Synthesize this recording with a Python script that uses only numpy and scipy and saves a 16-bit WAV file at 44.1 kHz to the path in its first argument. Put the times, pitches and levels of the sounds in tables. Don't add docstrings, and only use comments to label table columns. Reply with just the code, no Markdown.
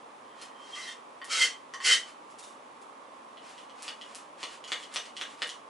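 import sys
import numpy as np
from scipy import signal
from scipy.fft import rfft, irfft, next_fast_len
from scipy.io import wavfile
from scipy.ndimage import uniform_filter1d

SR = 44100
rng = np.random.default_rng(int(sys.argv[2]) if len(sys.argv) > 2 else 0)


def pcm_store(signal):
    levels = np.round(np.clip(np.atleast_2d(signal), -1, 1) * 32767)
    wavfile.write(sys.argv[1], SR, levels.astype(np.int16).T)


N = 250929
TIME = np.arange(N) / SR

# (frequency [Hz], level [dB])
AIR_SPECTRUM = [(18, -72), (30, -41), (69, -33.5), (123, -17), (196, -12.5), (216, -6.5), (291, -2),
                (338, -6), (567, -1.5), (658, -4), (1080, -0.5), (1520, -11.5), (3440, -18), (4200, -23),
                (11000, -29), (14300, -97), (22000, -120)]
# (frequency [Hz], side minus mid [dB])
AIR_SIDE = [(40, -1.5), (120, -13), (300, -11.5), (500, -6.5), (750, -6), (850, 7.5), (980, 2),
            (1120, -6.5), (1600, 1), (2300, -3), (6000, -4.5), (11000, -8)]
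# (frequency [Hz], left minus right [dB])
AIR_LEAN = [(400, 0.5), (700, 1), (900, 1), (1130, -13.5), (1500, -1), (2500, 0.5)]
# (middle [s], length [s], level [dB])
FIRST_BRUSH = (0.41, 0.42, -61)
# (bite time [s], length [s], skim before it [s], skim [dB], friction [dB], build-up [dB],
# ring [dB], grab [dB], lower blade mode [Hz], upper blade mode [Hz])
SCRAPE_STROKES = [(0.732, 0.19, 0.1897, -50.5, -46.5, -4.5, -48.5, -41.5, 1998, 3175),
                  (1.289, .163, .05, -47, -27.3, 1, -32, -19, 2252, 3144),
                  (1.833, 0.1, .035, -38, -22, -2, -25.5, -25.5, 2131, 3079)]
# (frequency [Hz], level [dB])
GRIT_SPECTRUM = [(150, -44), (450, -9.5), (900, -18), (1300, -1), (1650, -1), (2200, -1.5), (3500, -1.5),
                 (4050, -14), (4400, -2), (5700, -1.5), (7900, -4.5), (9300, -8), (10700, -11)]
# (frequency [Hz], width [Hz], level [dB])
RUBBED_MODES = [(1230, 87, -13), (1490, 55, -17), (2737, 27, -0.5), (3230, 61, -7), (3845, 97, 0),
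                (4270, 53, -1.5), (4550, 110, -1), (5260, 56, -4), (5800, 120, -3.5), (6140, 300, -4),
                (7740, 90, -15)]
# (frequency [Hz], level [dB])
TACK_SPECTRUM = [(300, -9), (1200, 7), (2200, 9.5), (3500, 8.5), (5000, 3.5), (7500, 2), (11000, -5)]
# (middle [s], length [s], level [dB])
PAINT_SMEARS = [(.42, 0.15, -54), (.423, .025, -49.5), (2.08, 0.067, -50), (3.48, .16, -52),
                (3.60, .12, -56.5), (3.83, 0.18, -52), (4.12, 0.3, -55), (4.952, .03, -43)]
# (time [s], level [dB])
PAINT_SNAPS = [(.416, -33), (1.2447, -30.5), (3.8235, -26.5), (4.1488, -26.5), (4.9405, -25),
               (5.4725, -30.5)]
# (middle [s], length [s], start pitch [Hz], end pitch [Hz], level [dB])
BLADE_SQUEAKS = [(0.417, .03, 4230, 4230, -55), (.426, .033, 5200, 5170, -55),
                 (.615, 0.14, 3140, 3150, -54), (.741, 0.045, 3190, 3200, -42),
                 (0.773, 0.031, 2010, 1990, -39.5), (0.776, 0.053, 1200, 1170, -43),
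                 (0.833, 0.023, 4100, 3920, -45.5), (.848, 0.043, 4880, 4730, -53),
                 (0.888, 0.053, 3700, 3460, -48.5), (1.326, 0.094, 1330, 1293, -37),
                 (1.41, 0.046, 4400, 4200, -36.5), (1.919, 0.055, 3140, 3010, -22.5),
                 (2.041, 0.041, 3076, 3020, -50), (2.432, 0.029, 3745, 3680, -49)]
# (time [s], ring [dB], edge crack [dB])
BLADE_LANDINGS = [(1.2161, -32, -75), (1.7378, -30, -41), (1.8025, -30.5, -53)]
# (frequency [Hz], width [Hz], level [dB])
FREE_MODES = [(1093, 37, -2.5), (1895, 83, -2), (3070, 100, -9.5), (3520, 180, -14.5), (4220, 160, -29),
              (4570, 56, -17), (6170, 165, -37), (7890, 210, -32)]
# (time [s], ring [dB], edge crack [dB])
TIP_TICKS = [(3.372, -42, -66), (3.5795, -42, -53), (3.6961, -46, -54.5), (4.0126, -34, -47),
             (4.6402, -35, -44), (4.6773, -39, -39.5), (4.829, -37, -45), (5.0547, -41, -45),
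             (5.1668, -30.5, -39.5), (5.4916, -31.5, -35.5)]
# (frequency [Hz], width [Hz], level [dB])
TIP_MODES = [(1960, 61, -10.5), (2944, 120, -5), (3320, 140, -5.5), (4120, 340, -11)]
# (time [s], knock [dB],
# ring [dB], lower mode [Hz], upper mode [Hz], smear going in [dB], smear coming off [dB])
FLAT_SLAPS = [(3.8801, -27, -30, 3100, 4380, -52, -63), (4.4300, -24.5, -27, 1010, 4100, -47.5, -48.5),
              (4.7190, -20.5, -21, 2100, 3450, -47, -50), (4.9597, -20.5, -25, 3550, 6050, -46, -52.5),
              (5.2125, -25, -25.5, 1670, 3280, -46.5, -53), (5.4198, -21, -21, 1830, 3100, -53, -53)]
# (frequency [Hz], width [Hz], level [dB])
BOARD_MODES = [(525, 310, -10.5), (1220, 180, -6.5), (1913, 200, -7.5), (2420, 350, -6), (2960, 100, -5),
               (3160, 170, -9.5), (3375, 180, -3), (5000, 490, -12)]
# (middle [s], length [s], level [dB])
GLOVE_RUSTLES = [(2.31, 0.067, -60), (2.397, 0.043, -49), (2.433, 0.013, -41), (2.48, 0.13, -58.5),
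                 (2.82, 0.02, -53)]
# (frequency [Hz], time to fall 60 dB [s])
STUDIO_T60 = [(300, .25), (1200, .23), (3000, .24), (6000, .24), (11000, .22)]
# (frequency [Hz], side minus mid [dB])
STUDIO_SIDE = [(200, -12), (600, -9), (900, -8), (1300, -9.5), (2200, -12.5), (5000, -10.5), (11000, -9)]


def from_db(db):
    return 10 ** (np.asarray(db) / 20)


def rms_one(x):
    return x / np.sqrt(np.mean(x ** 2) + 1e-20)


def at_hz(points, hz):
    points = np.array(points)
    return np.interp(np.log(np.maximum(hz, 1)), np.log(points[:, 0]), points[:, 1])


def coloured(x, spectrum):
    size = next_fast_len(len(x))
    hz = np.arange(size // 2 + 1) * SR / size
    return irfft(rfft(x, size) * from_db(at_hz(spectrum, hz)), size)[:len(x)]


def low_cut(x, hz):
    return signal.sosfilt(signal.butter(1, hz, "high", fs=SR, output="sos"), x)


def resonate(x, hz, width_hz):
    radius = np.exp(-np.pi * width_hz / SR)
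    feedback = [1, -2 * radius * np.cos(2 * np.pi * hz / SR), radius ** 2]
    return signal.lfilter(np.sqrt((1 - radius ** 2) / 2) * np.array([1, 0, -1]), feedback, x + 1e-18)


def body(x, modes):
    return sum((-1) ** k * from_db(db) * resonate(x, hz, width)
               for k, (hz, width, db) in enumerate(modes))


def clicks(rows, column=1):
    rows, out = np.array(rows), np.zeros(N)
    out[np.round(rows[:, 0] * SR).astype(int)] = from_db(rows[:, column])
    return out


def slips(per_s, spread_db):
    sizes = from_db(spread_db * np.minimum(rng.exponential(1, N), 4)) * rng.choice([-1, 1], N)
    return rms_one(sizes * (rng.random(N) < per_s / SR))


def swells(rows):
    return sum(from_db(db) * np.cos(np.pi * np.clip((TIME - middle) / length, -.5, .5))
               for middle, length, db in rows)


def stereo(mid, side):
    return mid + side * np.array([[1], [-1]])


def air():
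    mid, side = [rms_one(coloured(white, AIR_SPECTRUM)) for white in rng.standard_normal((2, N))]
    left, right = stereo(mid, coloured(side, AIR_SIDE))
    half_lean = np.array(AIR_LEAN) * [1, .5]
    return from_db(-52.5) * np.array([coloured(left, half_lean), coloured(right, half_lean * [1, -1])])


def singing(hz, width_hz):
    kicks = rng.standard_normal(len(hz)) + 1j * rng.standard_normal(len(hz))
    swing = signal.sosfilt(signal.butter(2, width_hz / 2, fs=SR, output="sos"), kicks)
    limited = swing / np.sqrt(np.abs(swing) ** 2 + np.var(swing))
    return rms_one(np.real(limited * np.exp(2j * np.pi * np.cumsum(hz) / SR)))


def scrapes():
    bite_s, release_s, ring_on_s = .026, .006, .009
    grab_share, grab_s = .785, .027
    free_hz, sag_share = 1910, .75
    catches = rms_one(coloured(slips(per_s=3000, spread_db=3.5), GRIT_SPECTRUM))
    overtones = rms_one(body(slips(per_s=5000, spread_db=4), RUBBED_MODES))
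    grit = catches + from_db(-4.5) * overtones
    out, brush = np.zeros(N), swells([FIRST_BRUSH])
    for (start, length, skim_s, skim_db, friction_db, build_db,
         ring_db, grab_db, lower_hz, upper_hz) in SCRAPE_STROKES:
        near = np.abs(TIME - start) < .5
        t = TIME[near] - start
        approach, bite, progress = np.clip([1 + t / skim_s, t / bite_s, t / length], 0, 1)
        since_lift = np.maximum(t - length, 0)
        skim = from_db(skim_db) * approach * (1 - bite)
        pressure = np.sin(np.pi / 2 * bite) ** 2 * from_db(build_db * (progress - 1))
        grab = swells([(start + grab_share * length, grab_s, grab_db)])[near]
        rise_hz = (lower_hz - free_hz) * approach * (1 - sag_share * progress)
        lower = singing(free_hz + rise_hz, width_hz=185)
        upper = singing(np.full(len(t), upper_hz), width_hz=185)
        modes = from_db(-3.5) * lower + from_db(-4.5) * upper
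        pressed_friction = from_db(friction_db) * pressure * np.exp(-since_lift / release_s)
        pressed_ring = from_db(ring_db) * pressure * np.exp(-since_lift / ring_on_s)
        friction = skim + pressed_friction + from_db(-11) * grab
        ring = brush[near] + from_db(-6) * skim + pressed_ring + grab
        out[near] += from_db(-3) * friction * grit[near] + ring * modes
    return out


def wet_paint():
    lead_s, squeeze_s = .011, .11
    lag_s, drag_s = .091, .12
    squeezes = [(time - lead_s, squeeze_s, in_db) for time, *_, in_db, _ in FLAT_SLAPS]
    drags = [(time + lag_s, drag_s, off_db) for time, *_, off_db in FLAT_SLAPS]
    tack = rms_one(coloured(slips(per_s=2000, spread_db=1.5), TACK_SPECTRUM))
    snaps = from_db(16.5) * low_cut(clicks(PAINT_SNAPS), hz=1800)
    return swells(PAINT_SMEARS + squeezes + drags) * tack + snaps


def squeaks():
    out = np.zeros(N)
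    for middle, length, start_hz, end_hz, db in BLADE_SQUEAKS:
        near = np.abs(TIME - middle) < .25
        hz = np.interp(TIME[near], [middle - length / 2, middle + length / 2], [start_hz, end_hz])
        out[near] += swells([(middle, length, db)])[near] * singing(hz, width_hz=86)
    return out


def edge_crack(hits, decay_s=.0025):
    decay = np.exp(-1 / (decay_s * SR))
    envelope = signal.lfilter([np.sqrt(1 - decay ** 2)], [1, -decay], hits + 1e-18)
    burst = envelope * rng.choice([-1, 1], N)
    return resonate(resonate(burst, hz=4650, width_hz=3000), hz=6000, width_hz=7100)


def dabs():
    landings = from_db(21) * body(clicks(BLADE_LANDINGS), FREE_MODES)
    ticks = from_db(22) * body(clicks(TIP_TICKS), TIP_MODES)
    knocks = from_db(17.5) * low_cut(body(clicks(FLAT_SLAPS), BOARD_MODES), hz=171)
    pinned_ring = from_db(13.5) * sum(resonate(clicks([slap], column=2), hz, width_hz=220)
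                                      for slap in FLAT_SLAPS for hz in slap[3:5])
    edge_hits = (from_db(26) * clicks(BLADE_LANDINGS, column=2)
                 + from_db(22.5) * clicks(TIP_TICKS, column=2)
                 + from_db(11.5) * clicks(FLAT_SLAPS))
    return landings + ticks + knocks + pinned_ring + from_db(-4.5) * edge_crack(edge_hits)


def glove():
    creases = coloured(slips(per_s=1200, spread_db=5.5), TACK_SPECTRUM)
    return swells(GLOVE_RUSTLES) * rms_one(resonate(creases, hz=11400, width_hz=12000))


def studio(x, gap_s=.0053, bounce_db=-3.5, tail_db=4.5, early_db=5.5, early_s=.0052):
    t = np.arange(SR // 2) / SR
    hz = np.arange(len(t) // 2 + 1) * SR / len(t)
    centres_hz = np.geomspace(300, 11000, num=6)
    bands = [np.interp(hz, centres_hz, row) for row in np.eye(len(centres_hz))]
    decays = [from_db(-60 * t / at_hz(STUDIO_T60, centre)) for centre in centres_hz]
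    onset = (t > gap_s) * (1 + from_db(early_db) * np.exp(-t / early_s))
    tails = []
    for phases in rng.random((2, len(hz))):
        white = np.exp(2j * np.pi * phases)
        tail = onset * sum(irfft(white * band, len(t)) * decay for band, decay in zip(bands, decays))
        spectrum = rfft(tail)
        even = spectrum / np.sqrt(uniform_filter1d(np.abs(spectrum) ** 2, size=120))
        tails.append(from_db(tail_db) * irfft(even, len(t)) * (t > gap_s) * (t < t[-1] / 2))
    mid = clicks([(0, 0), (gap_s, bounce_db)])[:len(t)] + tails[0]
    response = stereo(mid, coloured(tails[1], STUDIO_SIDE)) / np.linalg.norm(mid)
    return signal.fftconvolve(x[None], response, axes=1)[:, :N]


def scene():
    return studio(scrapes() + squeaks() + dabs() + wet_paint() + glove()) + air()


def record(dry, cutoff_hz=11050):
    return signal.sosfilt(signal.ellip(12, .1, 80, cutoff_hz, fs=SR, output="sos"), dry)


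dry = scene()
out = record(dry)
pcm_store(out)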